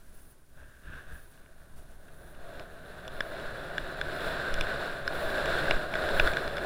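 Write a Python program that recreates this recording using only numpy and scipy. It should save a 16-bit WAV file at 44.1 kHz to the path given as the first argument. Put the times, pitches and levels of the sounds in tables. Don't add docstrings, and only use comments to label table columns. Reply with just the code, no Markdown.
import sys
import numpy as np
from scipy import signal
from scipy.fft import rfft, irfft
from scipy.io import wavfile
from scipy.ndimage import uniform_filter1d

SR = 44100
rng = np.random.default_rng(int(sys.argv[2]) if len(sys.argv) > 2 else 0)


def pcm_store(signal):
    levels = np.round(np.clip(np.atleast_2d(signal), -1, 1) * 32767)
    wavfile.write(sys.argv[1], SR, levels.astype(np.int16).T)


N = 293265
TIME = np.arange(N) / SR


def undb(db):
    return 10 ** (np.asarray(db) / 20)


def unit(x):
    return x / np.sqrt(np.mean(x ** 2))


def colour(x, points):
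    hz, db = np.transpose(points)
    freqs = np.maximum(np.fft.rfftfreq(N, 1 / SR), 1)
    octaves_outside = np.maximum(np.log2(freqs / hz[-1]), 0) + np.maximum(np.log2(hz[0] / freqs), 0)
    curve_db = np.interp(np.log(freqs), np.log(hz), db) - 10 * octaves_outside
    return unit(irfft(rfft(x) * undb(curve_db), N))


def noise(points):
    return colour(rng.standard_normal(N), points)


def walk(rate):
    hold = int(SR / rate)
    steps = np.repeat(rng.standard_normal(N // hold + 1), hold)
    return unit(uniform_filter1d(steps, hold)[:N])


def bump(s, half_s):
    return np.exp(-((TIME - s) / half_s) ** 2)


# time in seconds, effort in dB.
EFFORT = [(0.0, -66.5), (0.28, -66), (0.47, -71.2), (0.62, -66), (1.98, -59), (2.4, -51), (2.6, -44.5),
          (2.68, -50.5), (3.38, -40), (4.03, -39.5), (4.27, -34), (4.84, -35.5), (5.03, -40.5), (5.11, -35),
          (5.53, -29.9), (5.74, -30.5), (5.88, -38.5), (5.96, -33), (6.24, -29.5), (6.49, -35.5),
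          (6.65, -34.5)]

def follow(cruise_db, slope):
    above_cruise_db = np.interp(TIME, *np.transpose(EFFORT)) + 35
    return undb(cruise_db + slope * above_cruise_db)


# centre in seconds, half length in seconds, change in dB.
DRIFTS = [(.2, .12, 2.5), (.46, 0.069, -3), (.97, .06, 1), (1.146, 0.038, 5), (1.5, 0.28, -1.5),
          (1.79, 0.044, 4.5)]

def drift():
    return undb(sum(db * bump(s, half_s) for s, half_s, db in DRIFTS))


def top_hiss():
    return np.hypot(undb(-67) * drift(), follow(cruise_db=-60, slope=0.98))


# frequency in Hz, relative level in dB.
PULSED_WHINE = [(8387, -19), (9087, -17), (9781, -17), (10481, -10), (10567, -13), (11181, -11),
                (14589, -17), (14675, -6), (15375, -14)]
STEADY_WHINE = [(9410, -22), (9483, -13), (9556, -14)]
FIZZ_COLOUR = [(8200, -14), (9300, -4), (10000, -8), (10550, 2), (11200, -4), (11900, -18), (14100, -18),
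               (14700, -1), (15400, -6)]

def electronics(first_s=0.13, length_s=0.2, flutter_db=2.0, steady_db=-3.0, fizz_db=-7):
    pulsed, steady = (sum(np.sqrt(2) * undb(db) * np.sin(2 * np.pi * hz * TIME) for hz, db in tones)
                      for tones in (PULSED_WHINE, STEADY_WHINE))
    gate = uniform_filter1d(((TIME - first_s) % 1 < length_s) * 1., size=700)
    cluster = pulsed + undb(fizz_db) * noise(FIZZ_COLOUR)
    flutter = undb(flutter_db * walk(24))
    return top_hiss() * flutter * (gate * cluster + undb(steady_db) * steady)


# frequency in Hz, relative level in dB.
BUFFET_COLOUR = [(25, 2.5), (45, -5.5), (68, 6), (95, -11), (130, -19), (400, -68)]
SWELL_COLOUR = [(3, 0.5), (8, -3.5), (18, -3), (30, -19), (50, -20.5), (120, -51)]
BOOM_COLOUR = [(70, -8.5), (110, -4.5), (140, 3.5), (165, -1), (210, -5.5), (400, -15), (1000, -32)]
AIR_COLOUR = [(100, 5), (200, 1), (400, -3.5), (800, -9.5), (1200, -10), (3000, -36)]
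# centre in seconds, half length in seconds, buffeting in dB, pressure swell in dB.
GUSTS = [(.15, .15, -70, -45), (0.623, 0.12, -53, -48.5), (0.923, 0.065, -41.5, -49),
         (1.122, .045, -46, -39), (1.818, 0.16, -55.5, -43.5), (2.258, .06, -51.5, -48),
         (3.22, 0.096, -65, -41), (4.05, .05, -46, -48), (4.587, 0.073, -58, -27), (5.48, .04, -46, -31),
         (5.732, 0.039, -44, -21.5), (6.232, 0.079, -38.5, -20.5)]

def wind(gust_boom_db=-11, eddy_db=1.0, waver_db=0.5):
    gust_buffet = sum(undb(db) * bump(s, half_s) for s, half_s, db, _ in GUSTS)
    gust_swell = sum(undb(db) * bump(s, half_s) for s, half_s, _, db in GUSTS)
    eddies = undb(eddy_db * walk(9))
    buffet = noise(BUFFET_COLOUR) * np.hypot(follow(-50, 0.45) * eddies, gust_buffet)
    swell = noise(SWELL_COLOUR) * np.hypot(follow(-39.5, 0.48) * eddies, gust_swell)
    boom = noise(BOOM_COLOUR) * np.hypot(follow(-47.5, 0.71), gust_buffet * undb(gust_boom_db))
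    air = noise(AIR_COLOUR) * follow(-57.5, 0.23) * drift() * undb(waver_db * walk(6))
    return buffet + swell + boom + air


# frequency in Hz, width in Hz, relative level in dB.
CASE_MODES = [
    [(1494, 136, 2.5), (1677, 160, 2)],
    [(616, 85, -3), (1010, 130, -9.5), (2370, 236, 0.5), (2866, 143, -3.5)],
    [(3470, 100, -1), (4130, 180, -9), (5120, 160, -10.5)],
    [(5500, 340, 8), (7340, 190, 1), (9550, 3300, 11), (10700, 470, -2.5), (14500, 2000, -6)],
]

def case_ring(group, size=1024):
    t = np.arange(size) / SR
    wave = sum((-1) ** k * undb(db) * np.exp(-np.pi * width_hz * t) * np.sin(2 * np.pi * hz * t)
               for k, (hz, width_hz, db) in enumerate(CASE_MODES[group]))
    return wave / np.sqrt(np.sum(wave ** 2) / (.008 * SR))


def strike(s, levels_db, contact_s, size=1024, grit=0.39):
    out = np.zeros(N + size)
    age = np.arange(size) / SR / contact_s
    push = grit * rng.standard_normal(size) * age * np.exp(-age ** 2)
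    push[0] += 1
    start = int(s * SR)
    for group, db in enumerate(levels_db):
        wave = case_ring(group)
        struck = signal.fftconvolve(push, wave)[:size]
        out[start:start + size] += undb(db) * struck * wave.std() / struck.std()
    return out[:N]


def spray_gain():
    return follow(cruise_db=-47.5, slope=1.12)


def chatter(per_second=9, relative_db=-5.0, spread_db=3):
    hits = rng.random(N) < per_second / SR
    taps = hits * spray_gain() * undb(relative_db + spread_db * rng.uniform(-1, 1, N))
    return signal.fftconvolve(taps, case_ring(1) + case_ring(2))[:N]


# start in seconds, base level in dB.
CLACKS = [(3.2061, -26.5), (3.7809, -27.5), (4.0131, -27.5), (5.0775, -26.5), (5.954, -31), (6.0895, -30.5),
          (6.2741, -26), (6.3696, -26.5), (6.478, -33.5), (6.5686, -33)]
JOLTS = [(5.7091, -23), (5.9383, -34), (6.1969, -20.5), (6.581, -36.5)]
# start in seconds, base level in dB, treble tilt in dB per mode group.
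CHIPS = [(1.3758, -65, -8), (1.461, -63, -9), (2.3494, -61.5, -5), (2.596, -49, -1), (3.079, -43.5, 0.5),
         (3.398, -51, -1.5), (4.541, -46, 7.5), (4.61, -31, 0), (5.4576, -37, -1), (6.335, -39, -1)]

def ticks(notch_hz=6500, notch_width_hz=560):
    clack_db = np.array([0, -12, -10, -24.5])
    jolt_db = np.array([-1.5, 1, -9, -31])
    chip_db = np.array([-7, 1.5, -3, -11])
    above_crack = np.arange(len(CASE_MODES)) - 1
    clacks = sum(strike(s, db + clack_db, contact_s=0.00047) for s, db in CLACKS)
    jolts = sum(strike(s, db + jolt_db, contact_s=0.0016) for s, db in JOLTS)
    chips = sum(strike(s, db + chip_db + tilt * above_crack, contact_s=0.00062) for s, db, tilt in CHIPS)
    notch = signal.iirnotch(notch_hz, notch_hz / notch_width_hz, fs=SR)
    return signal.lfilter(*notch, clacks + jolts + chips)


def crunch(per_second, spread_db):
    size = undb(spread_db * np.minimum(rng.exponential(size=N), 5))
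    return unit(rng.standard_normal(N) * size * (rng.random(N) < per_second / SR))


# centre in seconds, level in dB,
# half length in seconds, rush of the bases in dB against the bite.
BITES = [(0.606, -60.5, 0.048, 1), (0.727, -62, 0.092, -16), (0.883, -52.5, 0.044, -21),
         (0.938, -51, .007, -16), (0.976, -49, 0.056, -11.5), (1.128, -54, 0.083, -7.5),
         (2.087, -53, .004, -12)]

def grip():
    return sum(undb(db) * bump(s, half_s) for s, db, half_s, _ in BITES)


# frequency in Hz, relative level in dB.
BITE_COLOUR = [(900, -27), (1150, -15), (1400, -10), (1600, 0), (1750, -6), (2050, -28), (2700, -17),
               (3100, -25), (3550, -20), (4300, -34)]

def edge_bites():
    return grip() * colour(crunch(per_second=6500, spread_db=1.8), BITE_COLOUR)


# frequency in Hz, relative level in dB.
RUSH_COLOUR = [(150, -36), (230, -14), (290, -10), (375, -1.5), (480, -6), (570, 1.5), (660, 2.5),
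               (720, -3), (810, -10), (950, -12), (1300, -12.5), (2200, -55)]
SCRAPE_COLOUR = [(500, -8), (900, -16.5), (1100, -10), (1300, -8), (1470, 1), (1610, 0.5), (1750, -6),
                 (1900, -10), (2080, -16.5), (3000, -32)]
SPRAY_COLOUR = [(1500, -17), (2100, -8), (2350, -5), (2850, -4), (3150, -8.5), (3520, -0.5), (4100, -3.5),
                (4750, -14), (5200, -15), (5750, -21.5), (6450, -35), (7350, -18), (9000, -31)]
HISS_COLOUR = [(1500, 5.5), (5000, 2), (6500, 2), (7400, 2), (8200, 2), (9100, 6), (9500, 7), (9900, 2),
               (10550, 9.5), (11500, 1), (13800, 2), (14650, 5.5), (15800, -0.5)]
# time in seconds, edging in dB.
EDGING = [(0.0, 3.5), (1.4, 3), (1.9, -1), (2.35, -1.5), (2.6, -1), (3.3, 0), (4.0, 0.5), (4.38, 1.5),
          (4.9, 1), (5.25, -.5), (5.6, 1), (5.9, -0.5), (6.25, -0.1), (6.65, -1.5)]

def skis(rut_db=.8, patch_db=0.34, rush_loss=0.63, flicker_db=0.7,
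         bite_scrape_db=-4.5, bite_spray_db=-19.5):
    ruts = undb(rut_db * walk(35) + patch_db * walk(9))
    edging_db = np.interp(TIME, *np.transpose(EDGING))
    bite = grip()
    bite_rush = sum(undb(db + rush_db) * bump(s, half_s) for s, db, half_s, rush_db in BITES)
    rush_level = np.hypot(follow(-38, 1.053) * undb(-rush_loss * edging_db), bite_rush)
    scrape_level = np.hypot(follow(-38, 1.086) * undb(edging_db), bite * undb(bite_scrape_db))
    spray_level = np.hypot(spray_gain() * undb(edging_db), bite * undb(bite_spray_db))
    rush = rush_level * noise(RUSH_COLOUR)
    scrape = scrape_level * colour(crunch(per_second=9000, spread_db=-0.5), SCRAPE_COLOUR)
    spray = spray_level * colour(crunch(per_second=14000, spread_db=0.5), SPRAY_COLOUR)
    hiss = top_hiss() * noise(HISS_COLOUR) * undb(flicker_db * walk(150))
    return ruts * (rush + scrape + spray + hiss)


def scene():
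    return (skis() + edge_bites() + wind() + ticks() + chatter() + electronics())[None]


def record(dry):
    return signal.sosfilt(signal.ellip(10, .2, 70, 15850, fs=SR, output="sos"), dry)


dry = scene()
out = record(dry)
pcm_store(out)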